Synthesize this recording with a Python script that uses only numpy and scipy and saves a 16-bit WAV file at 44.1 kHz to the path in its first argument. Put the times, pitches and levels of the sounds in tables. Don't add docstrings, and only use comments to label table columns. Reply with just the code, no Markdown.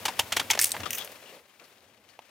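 import sys
import numpy as np
from scipy import signal
from scipy.fft import rfft, irfft, next_fast_len
from scipy.io import wavfile

SR = 44100
rng = np.random.default_rng(int(sys.argv[2]) if len(sys.argv) > 2 else 0)


def file_out(sig):
    cols = np.atleast_2d(sig).T
    lim = np.clip(cols, -1, 1)
    pcm = np.round(lim * 32767).astype(np.int16)
    wavfile.write(sys.argv[1], SR, pcm)


def decibels_to_gain(level_db):
    exponent = np.asarray(level_db, float) / 20
    return 10 ** exponent


N = 101429

# freq_hz, relative_db
CRUNCH_SPECTRUM = [(88, -61), (150, -14.5), (854, -6), (2180, -3), (3160, -2), (3770, -10.5), (6390, -11.5),
                   (11500, -21), (12700, -21.5), (16000, -25)]
# freq_hz, relative_db
SNAP_SPECTRUM = [(300, -23.5), (800, -4), (2000, -4), (4000, 3), (8000, -9.5), (12000, -8), (16000, -9)]
SNAP_ENVELOPE = dict(rise=0.051, fall_s=0.00025, tail_db=-5.5, tail_s=0.0061)


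def rms_one(x):
    return x / np.sqrt(np.mean(x ** 2) + 1e-20)


def in_time(rows):
    time_s, *columns = np.transpose(rows)
    return [np.interp(np.arange(N) / SR, time_s, column) for column in columns]


def lowpass(x, corner_hz):
    return signal.sosfilt(signal.butter(2, corner_hz, fs=SR, output="sos"), x)


def highpass(x, corner_hz):
    return signal.sosfilt(signal.butter(2, corner_hz, "high", fs=SR, output="sos"), x)


def colour(x, spectrum, treble_db=0):
    treble_from_hz = 2100
    hz = np.maximum(np.arange(2049) * SR / 4096, 10)
    point_hz, point_db = np.transpose(spectrum)
    db = np.interp(np.log(hz), np.log(point_hz), point_db)
    db = db + treble_db * np.log2(1 + hz / treble_from_hz)
    cepstrum = irfft(db * np.log(10) / 20)
    cepstrum[1:2048] *= 2
    cepstrum[2049:] = 0
    impulse = irfft(np.exp(rfft(cepstrum)))
    impulse = impulse / np.sqrt(np.sum(impulse ** 2))
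    size = next_fast_len(x.shape[-1] + 4096)
    return irfft(rfft(x, size) * rfft(impulse, size), size)[..., :x.shape[-1]]


def resonance(x, hz, width_hz):
    r = np.exp(-np.pi * width_hz / SR)
    gain = np.sqrt((1 - r * r) / 2)
    return signal.lfilter([gain, 0, -gain], [1, -2 * r * np.cos(2 * np.pi * hz / SR), r * r], x)


def grains(size, spread_db):
    uneven_db = spread_db * np.minimum(rng.exponential(1, size), 5)
    return rms_one(rng.standard_normal(size) * decibels_to_gain(uneven_db))


def drift(rate_hz):
    r = np.exp(-2 * np.pi * rate_hz / SR)
    noise = rng.standard_normal(N + SR)
    return rms_one(signal.lfilter([1], [1, -2 * r, r * r], noise)[SR:])


def bursts(events, spectrum, rise, fall_s, tail_db, tail_s, spread_db, ring_db, ring_q, gain_db,
           first_db=-20):
    # freq_hz, width_hz, level_db
    wall_modes = [(780, 48, -10), (923, 160, 3.5)]
    sag_db = -2
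    swell_bend = 1.26
    thump_hz, thump_width_hz, thump_db = 100, 24.5, -35.5
    out = np.zeros(N + SR)
    t = np.arange(SR // 6) / SR
    for start_s, level_db, length_s, treble_db, ring_hz, *wall_db in events:
        top_s = rise * length_s
        after_s = np.maximum(t - length_s, 0)
        swell = np.interp(t, [0, top_s, length_s], [0, 1, decibels_to_gain(sag_db)]) ** swell_bend
        decay = np.exp(-after_s / fall_s) + decibels_to_gain(tail_db) * np.exp(-after_s / tail_s)
        shape = swell * decay
        clicks = grains(len(t), spread_db) * shape
        clicks = clicks * np.sqrt(np.sum(shape ** 2) / np.sum(clicks ** 2))
        clicks[int(top_s * SR)] += decibels_to_gain(first_db)
        y = colour(clicks, spectrum, treble_db)
        y = y + decibels_to_gain(ring_db) * resonance(clicks, ring_hz, ring_hz / ring_q)
        if wall_db:
            for mode_hz, width_hz, mode_db in wall_modes:
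                y = y + decibels_to_gain(wall_db[0] + mode_db) * resonance(clicks, mode_hz, width_hz)
            y = y + decibels_to_gain(thump_db) * resonance(shape, thump_hz, thump_width_hz)
        start = int(start_s * SR)
        out[start:start + len(t)] += decibels_to_gain(level_db + gain_db) * y
    return out[:N]


def rumble():
    # time_s, level_db
    levels = [(0, -54.5), (.6, -55), (.72, -61), (.8, -45.5), (.9, -55.5), (1.18, -70), (1.55, -76.5),
              (1.85, -70), (2.3, -74.5)]
    # freq_hz, relative_db
    car_spectrum = [(15, -54.5), (25, -17), (43, -14.5), (90, 7.5), (162, -3), (215, 3), (300, -0.5),
                    (390, -25), (660, -120)]
    side_db = -14
    mid, side = colour(rng.standard_normal((2, N)), car_spectrum)
    return decibels_to_gain(in_time(levels)[0]) * (mid + decibels_to_gain(side_db) * side * [[1], [-1]])


def tyre():
    # time_s, level_db, bright_part_db
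    roll = [(0, -47, 0.5), (.57, -51.5, 6), (.63, -49, -0.5), (.71, -52, 4), (.76, -43.5, 1.5),
            (.88, -45.5, -5), (1.05, -53.5, 4.5), (1.2, -57.5, 2), (1.34, -49.5, -6), (1.45, -62.5, -1.5),
            (1.58, -63.5, -2.5), (1.65, -60.5, 2), (1.9, -62.5, -8), (2.3, -65.5, -2.5)]
    # freq_hz, relative_db
    grit_spectrum = [(88, -42), (150, -6.5), (578, 4.5), (1340, -6.5), (1720, -6), (3040, -9), (8900, -14),
                     (10200, -12), (14800, -12.5), (16000, -13)]
    wide_from_hz, likeness = 1120, 0.89
    level_db, bright_db = in_time(roll)
    mid, side = colour(np.array([grains(N, 1.8), grains(N, 2.8)]), grit_spectrum)
    dull_mid, dull_side = lowpass([mid, side], wide_from_hz)
    bright_mid = np.sqrt((1 + likeness) / 2) * (mid - dull_mid)
    bright_side = np.sqrt((1 - likeness) / 2) * (side - dull_side)
    bright = bright_mid + bright_side * [[1], [-1]]
    dull = dull_mid * decibels_to_gain(2.0 * drift(25))
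    return decibels_to_gain(level_db) * (dull + bright * decibels_to_gain(bright_db + 1.0 * drift(50)))


def drops():
    # start_s, level_db, treble_db, ring_hz
    events = [(1.0755, -27.5, -15, 1400), (1.5985, -40, 3, 3480), (1.782, -45, 2, 3570),
              (1.806, -50.5, 5.5, 4470), (1.842, -48, 1, 2490), (1.9, -52, 0, 3000),
              (1.975, -47, 1.5, 2770), (2.0895, -39, 5, 3190)]
    length_s = 0.0011
    events = [(start_s, level_db, length_s, *rest) for start_s, level_db, *rest in events]
    return bursts(events, SNAP_SPECTRUM, **SNAP_ENVELOPE,
                  spread_db=2.5, ring_db=3.2, ring_q=4.7, gain_db=-16, first_db=10)


def splats():
    # start_s, level_db, length_s, treble_db, ring_hz
    events = [(.833, -21, 0.0048, -7.5, 2770), (.856, -21.5, 0.0077, -1.5, 1220),
              (.857, -24, 0.013, -6, 3340), (.97, -27, 0.058, -3.5, 3260), (1.252, -44, 0.06, -3, 2800),
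              (1.596, -41.5, 0.0056, -6, 2380), (1.64, -46.5, 0.014, -3, 4300),
              (2.093, -47.5, 0.018, 4, 4530), (2.15, -47, 0.0067, -3.5, 1770)]
    return bursts(events, CRUNCH_SPECTRUM, rise=0.12, fall_s=0.0086, tail_db=-13.5, tail_s=0.011,
                  spread_db=3.5, ring_db=1.5, ring_q=12.0, gain_db=-15, first_db=15)


def jet():
    # time_s, level_db, hollow_ring_db
    levels = [(0, -48, -28), (.5, -47.5, -20), (.86, -47.5, -25), (.97, -47.5, -6), (1.06, -52.5, -1.5),
              (1.2, -52, -9.5), (1.35, -54.5, -7.5), (1.43, -62, -21), (1.6, -59, -34), (2, -63.5, -34),
              (2.3, -60.5, -26.5)]
    # freq_hz, relative_db
    splash_spectrum = [(180, -28), (300, -17.5), (519, -6.5), (1080, -1.5), (1280, -2.5), (2480, -1.5),
                       (2930, -3), (4230, -7.5), (15000, -18), (16000, -23.5)]
    ring_hz, ring_width_hz = 560, 113
    left_db, shadow_from_hz, right_high_db = 2.5, 377, -11.5
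    right_delay_samples = 2
    level_db, ring_db = in_time(levels)
    spray = grains(N, 2.7) * decibels_to_gain(level_db + 2.17 * drift(30))
    left = decibels_to_gain(left_db) * (colour(spray, splash_spectrum) + splats() + drops())
    low = lowpass(left, shadow_from_hz)
    right = np.roll(low + decibels_to_gain(right_high_db) * (left - low), right_delay_samples)
    hollow = decibels_to_gain(ring_db) * resonance(spray, ring_hz, ring_width_hz)
    return np.array([left, right]) + hollow


def squelches():
    # start_s, level_db, length_s, treble_db, ring_hz
    events = [(.414, -22.5, 0.0012, -11, 1240), (.531, -20, 0.0092, 1.5, 2250), (.547, -20, 0.0094, 0, 700),
              (.573, -20.5, 0.005, -3, 740), (.738, -25.5, 0.014, -6, 915),
              (.7655, -21, 0.0021, -7.5, 1710), (.801, -28.5, 0.0077, -8, 1610),
              (1.601, -49.5, 0.038, -25, 560)]
    return bursts(events, CRUNCH_SPECTRUM, rise=0.35, fall_s=0.0025, tail_db=-12, tail_s=0.014,
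                  spread_db=3.0, ring_db=-5.0, ring_q=4.1, gain_db=-12.5)


def sprays():
    # start_s, level_db, length_s, treble_db, ring_hz
    events = [(.906, -15.5, 0.0032, -4.5, 2600), (.912, -28, 0.08, 2.5, 6300),
              (.930, -17, 0.006, -5.5, 6400), (.947, -20, 0.01, -1.5, 2760),
              (.983, -18.5, 0.0033, -2.5, 5450), (1.0465, -25, 0.0035, -0.5, 5960),
              (1.118, -31, .002, 2, 7200)]
    # freq_hz, relative_db
    spray_spectrum = [(410, -66), (700, -34), (1970, -4.5), (2220, -6), (2770, 2.5), (4260, -16.5),
                      (6230, 3.5), (7110, -4.5), (14600, 3.5), (16000, 0.5)]
    return bursts(events, spray_spectrum, rise=0.21, fall_s=0.0017, tail_db=-9, tail_s=0.035,
                  spread_db=1.0, ring_db=-19, ring_q=12, gain_db=-13.5, first_db=20.5)


def spurts():
    # start_s, level_db, length_s, treble_db, ring_hz
    events = [(.5908, -12, 0.0039, -4.8, 5370), (.5977, -8.5, 0.0018, -1, 1760),
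              (.6052, -19, 0.0024, -6, 9410), (.6137, -4, 0.0019, -0.4, 9080),
              (.6217, -8.5, 0.0046, 1.5, 8440), (.6325, -9.5, 0.0022, -3.5, 9300),
              (.6418, -4, 0.0037, 0.5, 9200), (.6555, -10.5, 0.0017, 0, 8800),
              (.669, -16.5, 0.0017, 2, 9500), (.6, -23.5, 0.084, 3, 8990), (.692, -21, 0.0019, -1, 9000),
              (.7065, -22.5, 0.0027, -1, 9160)]
    # freq_hz, relative_db
    spurt_spectrum = [(240, -68), (400, -38.5), (1230, -25), (2180, -7), (3870, -12.5), (5190, -6),
                      (12900, -6.5), (16000, -12)]
    return bursts(events, spurt_spectrum, rise=0.083, fall_s=0.0022, tail_db=-11, tail_s=0.017,
                  spread_db=4.0, ring_db=-9.5, ring_q=16.0, gain_db=-14.5, first_db=14.5)


def snaps():
    # start_s, level_db, length_s, treble_db, ring_hz
    events = [(.1965, -9.5, 0.0013, -2.5, 3230), (.503, -7, 0.00017, -7, 2190),
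              (.5113, -1, 0.00017, 26, 6040), (.5148, -11.5, 0.00015, 31, 3580),
              (.5912, -5, 0.00067, 5, 5460), (.593, -6.5, 0.00059, 15, 1790), (.7183, -9, 0.0007, 8, 8800),
              (.805, -25, 0.00049, 18, 5900), (2.191, -30.5, 0.00095, -26, 830),
              (2.1912, -36.5, 0.0005, -4.5, 2770), (2.2845, -53.5, 0.0012, -2.5, 2520)]
    return bursts(events, SNAP_SPECTRUM, **SNAP_ENVELOPE,
                  spread_db=1.5, ring_db=3.0, ring_q=6.0, gain_db=-15, first_db=14.5)


def crunches():
    # start_s, level_db, treble_db, ring_hz, wall_ring_db
    events = [(0.052, -9.5, 2.5, 3350, -24), (0.079, -16, -1, 3430, -4.5), (0.1898, -7.5, 4, 3150, -11.5),
              (0.32, -9.5, 0.7, 3100, -44), (0.364, -8, 2.2, 3250, -19.5), (0.394, -11, 0.5, 3200, -13.5),
              (0.4992, -11, 5.5, 2050, -16.5), (0.504, -13, 7, 3297, -17.5), (0.511, -15, 3, 2200, -15)]
    length_s = 0.0069
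    events = [(start_s, level_db, length_s, *rest) for start_s, level_db, *rest in events]
    return bursts(events, CRUNCH_SPECTRUM, rise=0.61, fall_s=0.0055, tail_db=-7, tail_s=0.015,
                  spread_db=3.0, ring_db=-10.5, ring_q=19, gain_db=-14)


def bottles():
    return squelches() + sprays() + spurts() + snaps() + crunches()


def scene():
    # delay_s, left_db, right_db
    echoes = [(.0004, -17, -14), (.0037, -12, -17)]
    pan_db, echo_from_hz = 0.5, 3500
    near = bottles()
    out = near * decibels_to_gain([[pan_db / 2], [-pan_db / 2]]) + rumble() + tyre() + jet()
    thin = highpass(near, echo_from_hz)
    for delay_s, *side_db in echoes:
        lag = int(delay_s * SR)
        out[:, lag:] += decibels_to_gain(side_db)[:, None] * thin[:-lag] * [[1], [-1]]
    return out


def top_cut(x):
    return signal.sosfilt(signal.butter(12, 16990, fs=SR, output="sos"), x)


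def record(dry):
    mic_from_hz, top_hz = 68, 16700
    mix = highpass(dry, mic_from_hz)
    mix = signal.sosfilt(signal.cheby2(12, 60, top_hz, fs=SR, output="sos"), mix)
    return top_cut(mix)


dry = scene()
out = record(dry)
file_out(out)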